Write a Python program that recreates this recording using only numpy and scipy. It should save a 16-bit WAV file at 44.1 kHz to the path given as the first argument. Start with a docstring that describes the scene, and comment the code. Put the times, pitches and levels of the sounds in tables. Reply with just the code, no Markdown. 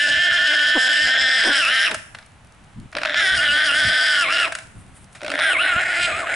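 """A llama gives three long alarm cries close by, in a dry field with a light wind.
Runs of clucks creak and break into an uneven rasp. Every throat pulse rings the chest and mouth
and sets off a short, high squeal, which dives where the cry sags. The first cry ends in a low grunt.
A hand rubs on the camera, gusts hit the microphone and dry stalks tick.
The camera's gain control holds the cries level."""
import sys
import numpy as np
from scipy import signal
from scipy.fft import rfft, irfft, next_fast_len
from scipy.io import wavfile
from scipy.ndimage import uniform_filter1d, minimum_filter1d, map_coordinates

SR = 44100
rng = np.random.default_rng(int(sys.argv[2]) if len(sys.argv) > 2 else 0)


def to_wav(sig):
    """Store sig (one row per channel, or 1-D mono) as 16-bit WAV at the path in sys.argv[1].

    Samples outside -1..1 are clipped; the rate is SR.
    """
    pcm = np.clip(np.atleast_2d(sig), -1, 1) * 32767
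    pcm = np.round(pcm).astype(np.int16)
    wavfile.write(sys.argv[1], SR, pcm.T)  # frames by channels


N = 280031

# The cries, the first already under way: (start [s], break into the scream [s], end [s], effort [dB],
# overtones [dB], chest [dB], squeal over rasp [dB], unevenness [share of a period], creak [dB])
CRY_PLAN = [(-.5, -.4, 1.91, -16, -5, -34.5, -3.5, .045, -5),
            (3.058, 3.161, 4.492, -17.5, -6.5, -34.5, -2, .085, -8),
            (5.335, 5.411, 6.6, -18, -9, -33.5, -4, .12, -9)]
# Each cry's squeal before any sag: (time [s], pitch [Hz])
SQUEAL_PITCH = [
    [(0, 1605), (.42, 1628), (.85, 1643), (1.2, 1629), (1.5, 1592), (1.84, 1582)],
    [(3.05, 1504), (3.18, 1749), (3.26, 1531), (3.45, 1487), (3.64, 1532), (3.85, 1518), (4.06, 1516),
     (4.21, 1443), (4.44, 1423)],
    [(5.3, 1497), (5.41, 1748), (5.51, 1482), (5.62, 1494), (6.03, 1410), (6.35, 1495)],
]
# The pace each cry's throat aims for: (time [s], rate [pulses/s])
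PULSE_RATE = [
    [(0, 310), (.3, 332), (.45, 318), (.58, 303), (.75, 264), (.88, 277), (.99, 296), (1.12, 260),
     (1.48, 250), (1.62, 296), (1.83, 226)],
    [(3.0, 209), (3.27, 390), (3.42, 312), (4.05, 284), (4.5, 349)],
    [(5.25, 167), (5.39, 325), (5.6, 373), (6.04, 350), (6.1, 445), (6.35, 412)],
]
# The voice sags or whines, then recovers: (time [s], half width [s], pitch lost [share],
# squeal over rasp [dB], overtones [dB], effort [dB])
VOICE_SAGS = [(.066, 0.044, 0.07, -6, -2, -3.5), (.98, 0.054, 0.044, -3.5, 0, -1.5),
              (1.652, 0.049, 0.19, 7, 9.5, -8.5), (3.39, .02, 0.057, 5.5, 5, -5),
              (3.505, 0.03, 0.042, 9.5, 7.5, -3), (3.715, .033, 0.099, 3.5, 7, -3.5),
              (4.27, 0.035, 0.27, 1, 13.5, -13.5), (4.38, 0.061, 0.0099, -5, 7, -4),
              (5.515, 0.022, 0.01, 0.5, 0.5, 4), (5.565, .031, .3, 17.5, 22, -15.5),
              (5.615, 0.023, 0.0102, 8, 9.5, -1.5), (5.745, .028, 0.089, 0.5, 0.5, -3),
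              (6.14, 0.049, 0.16, 14, 11, -6.5), (6.247, 0.028, 0.28, 15, 7, -6.5)]
# The voice catches for an instant: (time [s])
CATCH_TIMES = [0.231, 0.295, .317, 0.885, .95, 1.147, 1.173, 1.23, 3.927]
# How firmly a throat resonance times the pulses: (time [s], hold [0-1], resonance [Hz])
THROAT_HOLD = [(0, 0.92, 1754), (.4, 0.96, 1797), (.95, 0.93, 1795), (1.2, 0.96, 1843), (1.34, 0.94, 1828),
               (1.52, .9, 1747), (1.6, 0.02, 1697)]
# How far the head is thrown back: (time [s], tilt [0-1])
HEAD_TILT = [(0, 0.03), (5.5, 0.44), (5.7, 0.74), (6.35, 0.7)]
# The throat with the jaw wide, while holding the pulses, and head back: (frequency [Hz], gain [dB])
WIDE_THROAT = [(530, -52.5), (900, -51.5), (1260, -5.5), (1470, -0.5), (1660, 4.5), (1780, 8.5), (1970, 6),
               (2330, 4), (2630, -1.5), (2900, 1.5), (3260, 1), (4180, -5.5), (4500, -44), (5850, -58),
               (9900, -120)]
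HELD_THROAT = [(530, -41.5), (900, -53), (1260, -14), (1470, 3), (1600, 11.5), (1800, 11), (1980, 0.5),
               (2700, -4), (3200, 1.5), (4180, -6.5), (4500, -25), (9900, -120)]
RAISED_THROAT = [(530, -28.5), (900, -2.5), (1090, -43), (1440, 11.5), (1630, 12), (1750, 13), (1890, 11),
                 (2130, 16.5), (2310, 11.5), (2810, 6), (4500, -17), (5850, -72), (9900, -120)]
# The upper throat lifts the squeal's octave: (frequency [Hz], gain [dB])
OCTAVE_LIFT = [(2000, 7.5), (2860, 10.5), (3000, -6.5)]
# A narrow dip in the cry's treble near 6 kHz: (frequency [Hz], gain [dB])
TREBLE_DIP = [(5650, 1.5), (6000, -6), (6250, -4.5), (6550, 0.5)]
# Chest resonances in a scream and in a creak: (frequency [Hz], width [Hz], gain [dB])
CHEST_SCREAMING = [(291, 56, -9), (651, 47, 6.5)]
CHEST_CREAKING = [(282.3, 22, -2), (602, 18, 9.5)]
# Four mouth resonances glide as the jaw works: (time [s], hollow [Hz], ring [Hz], lips [Hz], fizz [Hz])
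MOUTH_GLIDES = [(0, 3095, 5170, 7800, 9380), (.6, 3195, 5040, 7790, 9740), (.86, 3320, 5150, 7700, 9655),
                (1.0, 3170, 4970, 7730, 9400), (1.2, 3365, 5187, 7600, 9000),
                (1.45, 3317, 5030, 8047, 9500), (1.85, 3155, 5285, 8100, 9832),
                (3.17, 3568, 5400, 8020, 9185), (3.52, 3286, 4680, 7702, 9050),
                (3.66, 3431, 5000, 7930, 9296), (4.08, 3420, 4950, 7885, 9790),
                (4.4, 2951, 5050, 7947, 9390), (5.42, 3566, 5400, 8400, 9300),
                (5.63, 2981, 5000, 8194, 9300), (5.79, 2500, 5003, 7346, 8660),
                (6.04, 2448, 4800, 7973, 9030), (6.35, 2291, 5000, 7380, 8786)]
# The upper three in each scream: (time [s], ring [dB], lips [dB], fizz [dB])
MOUTH_TREBLE = [
    [(0.0, -35.5, -41, -44.5), (0.138, -35, -42.5, -51), (0.73, -31.5, -42.5, -48), (0.76, -30, -34, -43),
     (1.138, -29.5, -38.5, -47.5), (1.17, -36, -54, -58), (1.186, -22, -32.5, -45), (1.252, -28, -38, -49),
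     (1.568, -29, -35, -41.5), (1.656, -35.5, -44.5, -45), (1.86, -29.5, -41, -39)],
    [(3.17, -33, -45, -51), (3.24, -34.5, -48, -41.5), (3.512, -36.5, -41.5, -45.5),
     (3.66, -32, -46, -41.5), (3.73, -39, -43, -41.5), (3.796, -32, -40.5, -41.5),
     (4.054, -27.5, -36.5, -43), (4.212, -33.5, -39.5, -44), (4.256, -55, -52, -53), (4.332, -33, -43, -47),
     (4.44, -34.5, -37, -41)],
    [(5.39, -35.5, -57, -37), (5.526, -43.5, -37, -38.5), (5.554, -70, -53, -54), (5.614, -46.5, -50, -41),
     (5.746, -51, -45.5, -52), (5.936, -44, -45.5, -49), (6.054, -36, -35, -42.5), (6.134, -56, -45, -56),
     (6.208, -46.5, -42.5, -47), (6.254, -60, -51, -58), (6.35, -44, -39, -42)],
]
# Claps of the vocal folds with each pulse: (offset from the main clap [cycles], level [dB])
FOLD_CLAPS = [(-1, -9), (0, 0), (1, -4), (2, -10)]
# Lone pulses around the cries: (time [s], level [dB], rattle [s], top over body [dB])
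CLUCK_PLAN = [(1.913, -7.5, 0.0038, -12), (1.945, -12, 0.0052, -3.5), (2.149, -18.5, 0.0041, -16.5),
              (2.187, -22, 0.0025, -14), (2.227, -31, 0.0022, -20), (2.928, -23.5, 0.0042, -16),
              (2.952, -9, 0.00096, -23), (2.968, -7, .0015, -20), (2.972, -8.5, 0.0011, -18),
              (2.985, -9.5, 0.0024, -21), (3.017, -10, 0.0025, -24), (3.034, -4.5, 0.0016, -19),
              (3.051, -5, 0.0018, -28), (3.057, -3, 0.00084, -22), (3.144, -5, 0.0029, -30),
              (4.523, -14, 0.0041, -7), (4.552, -12, 0.0032, -4), (4.587, -20.5, 0.0044, -5),
              (5.152, -29.5, 0.02, -7), (5.208, -26, 0.0023, -28), (5.217, -19.5, 0.0018, -15),
              (5.233, -18.5, 0.0022, -11.5), (5.248, -13, 0.0025, -17), (5.264, -15, 0.0035, -15),
              (5.281, -8, 0.0016, -19), (5.296, -14, .001, -16), (5.303, -6, 0.0012, -12),
              (5.317, -9.5, 0.004, -15), (5.352, -13, .002, -13), (5.391, -5.5, 0.0029, -20),
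              (5.398, -5.5, .0015, -22)]
# Resonances of a cluck's body and its bright top: (frequency [Hz], width [Hz], gain [dB])
CLUCK_BODY = [(637, 57, 2.5), (1516, 375, 1.5), (2500, 600, -1.5), (3840, 810, -7.5), (5400, 880, -16)]
CLUCK_BRIGHT = [(6760, 3000, -7.5), (9300, 1900, -4)]
# Two hand rubs on the camera, then a low, falling grunt as the first cry ends:
# (start [s], length [s], first rate [Hz], last rate [Hz], level [dB], unevenness [share])
RUBS_AND_GRUNT = [(0.749, 0.038, 371, 206, -16, 0.0085), (1.433, 0.098, 393.3, 170.6, -24.5, 0.39),
                  (1.903, 0.052, 237.3, 154.3, -34.5, 0.28)]
# The dull tone of the rubs and the grunt: (frequency [Hz], gain [dB])
DULL_TONE = [(120, -18.5), (280, -3.5), (560, -7.5), (1100, -12), (2500, -40), (6000, -75)]
# Gusts of wind: (start [s], length [s], relative level [dB])
WIND_GUSTS = [(0.105, 0.056, -43.5), (1.003, 0.05, -48), (2.78, 0.066, -45), (3.161, 0.039, -47),
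              (3.33, 0.085, -48), (3.478, 0.093, -49.5), (3.814, 0.091, -44), (4.66, 0.25, -51.5),
              (5.755, 0.021, -43), (6.074, 0.17, -54)]
# Tone of wind on the microphone, the field's hush, the rustle and the stalks: (frequency [Hz], gain [dB])
WIND_TONE = [(20, -10), (70, -4), (130, -5.5), (210, -9), (400, -26.5), (900, -100)]
FIELD_TONE = [(100, 7), (300, -1), (700, 4.5), (1600, 2.5), (3000, -3.5), (5000, -12.5), (10000, -12),
              (12000, -21)]
RUSTLE_TONE = [(2000, -4), (6000, -18), (9000, 2), (11000, -4.5)]
STALK_TONE = [(300, -29), (1200, -12), (2500, -8), (11000, -6)]
# The echo from far scrub: (frequency [Hz], time to fade by 60 dB [s])
SCRUB_ECHO = [(300, 0.78), (1600, 0.58), (4000, 0.42), (10000, 0.92)]

BREAK_S, CREAK_SLOWING = .0267, .3  # a slow creak breaks quickly into the scream
DIVE_S, DIVE_SHARE, FRAY_S = .066, .55, .13  # at the end the pitch dives and the pulses fray
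CHEST_LEAD_S, CHEST_FADE_S = .11, .026  # the chest sounds before the cry and outlasts it
FLUTTER_PER_S, FLUTTER_DB = 32, .91  # the voice never holds quite still
CRACK_S, SURGE_END_S = 5.79, 6.062  # the last cry cracks, then gives one last push that snaps off
SNAP_S = .0009  # the squeal swells first, then the folds snap shut
HOLLOW_WIDTH_HZ, RING_WIDTH_HZ, LIPS_WIDTH_HZ, FIZZ_WIDTH_HZ = 820, 1200, 470, 1500
GUST_BOOST_DB, BREEZE_DB, FIELD_DB = 7.5, -50.5, -52.5
TURN_DOWN_DB, TOP_HZ = -16.5, 11200  # the camera turns down above this level and cuts above this pitch


def cries():
    """Throat pulses ring the throat, mouth and chest, and set off the squeal."""
    voiced, creak, squeal_hz, effort_db, overtone_db, fade_db, purity_db, uneven, chest_gain = gesture()
    hold, throat_hz = curves(THROAT_HOLD)
    tilt = curves(HEAD_TILT)[0]
    # the throat steadies the pulses; without its hold they waver with the squeal
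    lock_hz = hold * throat_hz * (1 + .007 * wobble(22))
    lock_hz += (1 - hold) * squeal_hz * (1 + .009 * wobble(55))
    times, sizes = throat_pulses(lock_hz, uneven, creak)
    beats = unit(pulses(times, sizes))
    puffs = unit(fading(fading(beats, life=.0009), life=.0003) * rng.standard_normal(N))  # spat air
    source = beats + 4 * uneven * puffs
    rasp = throat(source, hold, tilt)
    hollow, treble = mouth(times, sizes, creak, squeal_hz, air=.84 * puffs, loose=1 - .24 * hold)
    tone, octave = squeal(times, sizes, beats, squeal_hz, lock_hz, hold, purity_db)
    low_voice = steady(steady(edge(rasp, 1780, 'low')) + tone)
    high_rasp = steady(edge(np.roll(rasp, round(SNAP_S * SR) // 2), 3330, 'high'))
    overtones = steady(hollow + amp(-4.5 + 11 * tilt - 3.7 * hold) * high_rasp + octave)
    voice = amp(effort_db) * (low_voice + amp(overtone_db) * overtones) + amp(fade_db) * treble
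    voice = filtered(voiced * voice, lambda hz: amp(along(TREBLE_DIP, hz)))
    return voice + chest_gain * chest(source, puffs, creak)


def gesture():
    """Curves that steer the voice: each cry creaks, screams, sags now and then, and dives at its end."""
    t = np.arange(N) / SR
    plan = np.array(CRY_PLAN)
    nearest = np.searchsorted((plan[:-1, 2] + plan[1:, 0]) / 2, t)
    start, scream, end, effort_db, overtone_db, chest_db, purity_db, uneven, creak_db = plan[nearest].T
    creak = np.clip(.5 - (t - scream) / BREAK_S, 0, 1)
    release = np.clip(1 - (end - t) / DIVE_S, 0, 1)
    dive = DIVE_SHARE * release ** 1.5
    fray = np.clip(1 - (end - t) / FRAY_S, 0, 1)
    sag, sag_purity_db, sag_overtone_db, sag_effort_db = sum(
        np.outer(changes, bump(s, width)) for s, width, *changes in VOICE_SAGS)
    # the last cry yelps, goes hoarse, pushes brightly and evenly, then is a rough, spent groan
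    yelp_db = 2 * bump(CRACK_S, width=.011)
    hoarse = np.clip((t - CRACK_S) / BREAK_S, 0, 1)
    surge = soften(bump(SURGE_END_S, width=.076) * (t < SURGE_END_S))
    spent = soften(t >= SURGE_END_S)
    # purity is how far the squeal stands over the rasp: more when its held pitch is low
    held_hz = joined(SQUEAL_PITCH)
    squeal_hz = held_hz * np.clip(1 - sag - dive, .2, 1)
    purity_db += -25.5 * np.log2(held_hz / 1437) - 4.5 * creak - 10.5 * hoarse + sag_purity_db
    stumble = np.clip(wobble(250) - 1.3, 0, 1)  # now and then a pulse or two falls short
    catches = sum(bump(s, width=.0022) for s in CATCH_TIMES)
    fade_db = -41 * dive - 4 * stumble - 7 * catches
    effort_db += creak_db * creak + sag_effort_db + yelp_db - 4.5 * hoarse - .5 * surge - spent
    effort_db += FLUTTER_DB * wobble(FLUTTER_PER_S) + fade_db
    overtone_db += sag_overtone_db + FLUTTER_DB * wobble(FLUTTER_PER_S)
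    overtone_db += 31 * release * (1 - release)  # a flare halfway through the dive
    overtone_db += 13 * surge - 3 * hoarse - yelp_db
    shake = sum(bump(s, width=.008) for s in CATCH_TIMES)
    uneven *= amp(3 * wobble(FLUTTER_PER_S)) * (1 - .7 * surge)
    uneven += .22 * creak + .296 * sag + .2 * fray + .0754 * spent + .0492 * shake
    sounding = soften((t >= start - CHEST_LEAD_S) * np.exp(-np.maximum(t - end, 0) / CHEST_FADE_S))
    lead_in = amp(-30) * sounding * creak  # faint rasp between the clucks before a cry
    voiced = np.maximum(soften((t >= start) & (t <= end)), lead_in)
    chest_gain = amp(chest_db) * sounding
    return voiced, creak, squeal_hz, effort_db, overtone_db, fade_db, purity_db, uneven, chest_gain


def throat_pulses(lock_hz, uneven, creak, slip=.26, size_db=1.7, count=2600):
    """Pulse times and sizes: each gap snaps to whole cycles of lock_hz, then slips a little."""
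    rate = joined(PULSE_RATE) * (1 - CREAK_SLOWING * creak) * (1 + .045 * wobble(30))
    now, rows = 0., []
    for stray, slide, size in rng.standard_normal((count, 3)):
        i = min(int(now * SR), N - 1)
        rows.append((now, amp(size_db * size * np.sqrt(uneven[i] * 10))))
        cycles = max(1, round(lock_hz[i] / rate[i] * np.exp(uneven[i] * stray)))
        now += cycles / lock_hz[i] * np.exp(slip * uneven[i] * slide)
    return np.array([row for row in rows if row[0] < N / SR]).T


def throat(source, hold, tilt):
    """The throat shapes the pulses into a rasp that changes with its hold and the tilt of the head."""
    wide, held, raised = (unit(coloured(source, s)) for s in (WIDE_THROAT, HELD_THROAT, RAISED_THROAT))
    return (1 - tilt) * ((1 - hold) * wide + hold * held) + tilt * raised


def squeal(times, sizes, beats, squeal_hz, lock_hz, hold, purity_db):
    """The squeal and its octave: short bursts, plus clear tones that carry on from pulse to pulse."""
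    wavering_hz = squeal_hz * (1 + (.019 - .012 * hold) * wobble(250))
    life = .0015 * amp(.5 * np.minimum(purity_db, 14) + 5.5 * hold)  # pure or held, it rings longer
    low_bursts, high_bursts = bursts(times, sizes, wavering_hz, life)
    swell = unit(fading(fading(beats, life=.0016), life=.0004))
    phase = 2 * np.pi * np.cumsum(lock_hz) / SR
    clear = steady(edge(edge(swell * np.sin(phase), 1524, 'high'), 1910, 'low'))
    tone = amp(5) * steady(edge(low_bursts, 1600, 'high')) + amp(1 - 3.2 * hold) * clear
    whine = amp(3 + .5 * purity_db) * (1 - hold) * steady(swell * np.sin(2 * phase))
    octave = amp(7.9 * hold + along(OCTAVE_LIFT, 2 * squeal_hz)) * steady(steady(high_bursts) + whine)
    return amp(purity_db) * tone, amp(purity_db) * octave


def bursts(times, sizes, hz, life, rise_s=.0008, droop=.02, size=600):
    """Each pulse starts a tone that swells, droops in pitch and dies; gives it and its octave."""
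    index = np.ceil(times * SR).astype(int)[:, None] + np.arange(size)
    t = index / SR - times[:, None]
    onset = index[:, :1].clip(0, N - 1)
    hz, life = hz[onset], life[onset]
    swell = (1 - np.exp(-t / rise_s)) ** 2 * np.exp(-t / life)
    swell /= swell.max(axis=1, keepdims=True)
    phase = 2 * np.pi * hz * (t + droop * life * (1 - np.exp(-t / life) - t / life / 2))
    tones = [sizes[:, None] * swell ** ((k + 1) / 2) * np.sin(k * phase) for k in (1, 2)]
    return [np.bincount(index.ravel(), tone.ravel(), N)[:N] for tone in tones]


def mouth(times, sizes, creak, squeal_hz, air, loose):
    """Claps and air ring the mouth: its hollow, and the treble of ring, lips and fizz."""
    hollow_hz, ring_hz, lips_hz, fizz_hz = curves(MOUTH_GLIDES)
    ring_db, lips_db, fizz_db = curves(np.vstack(MOUTH_TREBLE))
    hollow_hz *= (squeal_hz / joined(SQUEAL_PITCH)) ** .73  # it sags with the squeal
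    claps = fold_claps(times, sizes, ring_hz / 3, loose) + loose * air
    quiver = 1 + .013 * wobble(30)
    hollow_claps = fold_claps(times, sizes, hollow_hz / 2, loose) + loose * air
    hollow = gliding(hollow_claps, hollow_hz * quiver, HOLLOW_WIDTH_HZ)
    sharpness = amp(np.maximum(ring_db + 27, -6))  # a louder ring is also narrower
    ring = gliding(claps, ring_hz * quiver, RING_WIDTH_HZ / sharpness)
    lips = gliding(claps, lips_hz * quiver, LIPS_WIDTH_HZ)
    lips += amp(-5.5) * gliding(claps, .836 * lips_hz * quiver, LIPS_WIDTH_HZ)
    fizz = gliding(claps, fizz_hz * quiver, FIZZ_WIDTH_HZ)
    treble = amp(ring_db + 2) * ring + amp(lips_db + .5) * steady(lips) + amp(fizz_db + 3.5) * fizz
    return hollow, treble * amp(-17 * creak + 2.1 * wobble(FLUTTER_PER_S))


def fold_claps(times, sizes, hz, loose, jitter_s=.000026, spread_db=2.4):
    """With each pulse the vocal folds clap a few times, a cycle of hz apart; loose claps are uneven."""
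    cycle, db = np.transpose(FOLD_CLAPS)
    index = (times * SR).astype(int)
    late, louder = rng.standard_normal((2, len(times), len(cycle))) * loose[index, None]
    period = ((1 + .006 * wobble(70)) / hz)[index, None]
    clap_times = times[:, None] + SNAP_S + cycle * period + jitter_s * late
    clap_sizes = sizes[:, None] * amp(db + spread_db * louder)
    return unit(pulses(clap_times.ravel(), clap_sizes.ravel()))


def chest(source, puffs, creak):
    """The pulses ring the chest with a low, fluttering hum."""
    screaming = steady(edge(resonate(source + .28 * puffs, CHEST_SCREAMING), 1930, 'low'))
    creaking = steady(edge(resonate(source, CHEST_CREAKING), 1400, 'low'))
    return amp(2.2 * wobble(FLUTTER_PER_S) - 1) * ((1 - creak) * screaming + creak * creaking)


def clucks(size=4000, lead=200, rise_s=.0018):
    """Single throat pulses: each cluck swells in quickly, snaps and rattles briefly."""
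    body, top = np.zeros((2, N + size))
    t = (np.arange(size) - lead) / SR
    for s, db, rattle_s, top_db in CLUCK_PLAN:
        swell = .32 * np.exp(-np.abs(t) / rattle_s) + .024 * np.exp(-t / .12)
        swell *= np.exp(np.minimum(t, 0) / rise_s)
        cluck = swell * rng.standard_normal(size) + (t == 0)
        body[round(s * SR) - lead:][:size] += amp(db) * cluck
        top[round(s * SR) - lead:][:size] += amp(db + top_db) * cluck
    return amp(12) * (resonate(body[:N], CLUCK_BODY) + resonate(top[:N], CLUCK_BRIGHT))


def rubs_and_grunt():
    """Slowing runs of dull clicks: skin slips twice on the camera, then the llama gives a low grunt."""
    out = np.zeros(N)
    for s, length, first_hz, last_hz, db, uneven in RUBS_AND_GRUNT:
        progress = np.clip((np.arange(N) / SR - s) / length, 0, 1)
        click_hz = (first_hz + (last_hz - first_hz) * progress) * (1 + uneven * wobble(300))
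        clicks = np.diff(np.floor(np.cumsum(click_hz) / SR), prepend=0)
        out += amp(db) * np.sin(np.pi * progress) ** 1.01 * unit(coloured(clicks, DULL_TONE))
    return out


def wind():
    """Gusts and a breeze push lumps of air on the microphone, over the hush of the dry field."""
    lumps = unit(amp(3.4 * wobble(22)) * noise(WIND_TONE, apart=.33))
    gusts = sum(amp(db + GUST_BOOST_DB) * bump(s + length / 2, .65 * length)
                for s, length, db in WIND_GUSTS)
    hush = amp(FIELD_DB + .31 * wobble(2.65)) * noise(FIELD_TONE, apart=.48)
    return (amp(BREEZE_DB) + gusts) * lumps + hush


def rustle(level_db=-50.5):
    """A soft, high rustle, as of dry grass, before the last cry."""
    return amp(level_db + 6.4 * wobble(35)) * bump(4.94, width=.15) * noise(RUSTLE_TONE, apart=.21)


def stalks(ticks_per_s=39, level_db=-64, spread_db=8):
    """Dry stalks tick faintly in the breeze."""
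    hits = (rng.random(N) < ticks_per_s / SR) * amp(spread_db * np.clip(rng.standard_normal(N), -2, 2))
    return amp(level_db) * unit(fading(hits, life=.002) * noise(STALK_TONE, apart=.21))


def echo(x, decay, delay_s):
    """A stereo echo in which each frequency dies at its own speed."""
    hz, t, spectra = signal.stft(rng.standard_normal((2, SR)), SR, nperseg=256)
    tail = signal.istft(spectra * amp(-60 * t / along(decay, hz)[:, None]), SR, nperseg=256)[1]
    late = np.pad(x, (int(delay_s * SR), 0))[None]
    return signal.fftconvolve(late, tail / np.linalg.norm(tail[0]), axes=1)[:, :N]


def amp(db):
    """Turn decibels into a gain."""
    return 10 ** (np.asarray(db) / 20)


def unit(x):
    """Scale to an average power of 1."""
    return x / np.sqrt(np.mean(x ** 2) + 1e-20)


def steady(x, size=1100):
    """Hold the power near 1 from moment to moment, keeping the single pulses."""
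    power = uniform_filter1d(uniform_filter1d(x * x, size), size)
    return x / np.sqrt(np.abs(power) + 1e-6 * np.mean(x * x))


def soften(x):
    """Turn sudden steps into short ramps."""
    return uniform_filter1d(x * 1., size=400)


def along(points, hz):
    """Read (frequency [Hz], value) points at hz, on a log scale."""
    f, values = np.transpose(points)
    return np.interp(np.log(hz + 1), np.log(f + 1), values)


def curves(rows):
    """One value per sample for each column after the time."""
    times, *columns = np.transpose(rows)
    return [np.interp(np.arange(N) / SR, times, column) for column in columns]


def joined(tables):
    """One curve through the tables of all cries."""
    return curves(np.vstack(tables))[0]


def bump(centre, width):
    """A smooth swell from 0 to 1 and back; centre and width are in seconds."""
    return np.exp(-((np.arange(N) / SR - centre) / width) ** 2)


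def wobble(rate):
    """A smooth curve through rate random points a second."""
    return map_coordinates(rng.standard_normal(int(N * rate / SR) + 4), [np.arange(N) * rate / SR])


def noise(tone, apart):
    """Stereo noise with the given tone; apart sets how much left and right differ."""
    mid, side = filtered(rng.standard_normal((2, N)), lambda hz: amp(along(tone, hz)))
    return unit(np.array([mid + apart * side, mid - apart * side]))


def pulses(times, sizes, size=8):
    """Clicks at exact times, even between samples."""
    at = times[:, None] * SR
    index = np.floor(at).astype(int) + np.arange(1 - size, size + 1)
    shape = np.sinc(index - at) * np.cos(np.pi * (index - at) / (2 * size)) ** 2
    return np.bincount(np.clip(index, 0, N).ravel(), (shape * sizes[:, None]).ravel(), N + 1)[:N]


def fading(x, life):
    """Give each click a tail that shrinks to about a third every life seconds."""
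    return signal.lfilter([1], [1, -np.exp(-1 / (life * SR))], x)


def filtered(x, response):
    """Multiply each frequency in x by response(frequency)."""
    size = next_fast_len(N + SR // 4, True)
    return irfft(rfft(x, size) * response(np.fft.rfftfreq(size, 1 / SR)), size)[..., :N]


def coloured(x, tone, size=2048):
    """Give x a tone, with a filter that rings only after each pulse."""
    cepstrum = irfft(np.log(amp(along(tone, np.fft.rfftfreq(size, 1 / SR))) + 1e-6))
    cepstrum[1:size // 2] *= 2
    cepstrum[size // 2 + 1:] = 0
    return signal.oaconvolve(x, irfft(np.exp(rfft(cepstrum))))[:N]


def resonate(x, modes):
    """Ring x through resonances: (frequency [Hz], width [Hz], gain [dB])."""
    return filtered(x, lambda f: sum(
        (-1) ** k * amp(db) * 1j * f * width / (hz * hz - f * f + 1j * f * width)
        for k, (hz, width, db) in enumerate(modes)))


def gliding(x, hz, width_hz, size=512):
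    """Ring x twice through a moving resonance and hold the level steady."""
    frames = dict(nperseg=size, noverlap=size - size // 4)
    spectra = signal.stft(x, **frames)[2]
    at = np.minimum(np.arange(spectra.shape[1]) * size // 4, N - 1)
    offset = (np.fft.rfftfreq(size, 1 / SR)[:, None] - hz[at]) / np.broadcast_to(width_hz, N)[at]
    gain = np.exp(-offset ** 2 / 4) / (1 + 2j * offset) ** 2
    return steady(signal.istft(spectra * gain, **frames)[1][:N])


def edge(x, hz, kind):
    """Keep what is above hz ('high') or below it ('low')."""
    return signal.sosfilt(signal.butter(4, hz, kind, fs=SR, output='sos'), x)


def scene():
    """The llama straight ahead, echoed by near ground and far scrub, over the quieter sounds."""
    llama = cries() + clucks()
    ground = echo(llama, decay=[(300, .037), (8000, .0041)], delay_s=.0049)
    scrub = echo(llama, SCRUB_ECHO, delay_s=.016)
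    side = amp(-16) * ground[0] * np.array([[1], [-1]])
    return llama + side + amp(-11.5) * scrub + rubs_and_grunt() + wind() + rustle() + stalks()


def record(dry, ceiling=.47):
    """The camera levels the cries, limits the tallest pulses and cuts the highest treble."""
    power = uniform_filter1d(uniform_filter1d(dry.mean(axis=0) ** 2, size=440), size=220)
    levelled = dry / (1 + (np.abs(power) / amp(TURN_DOWN_DB) ** 2) ** 4) ** (1 / 8)
    safe_gain = np.minimum(1, ceiling / (np.abs(levelled).max(axis=0) + 1e-9))
    gain = uniform_filter1d(minimum_filter1d(safe_gain, size=31), size=31)
    return filtered(levelled * gain, lambda hz: 1 / (1 + (hz / TOP_HZ) ** 120))


dry = scene()
out = record(dry)
to_wav(out)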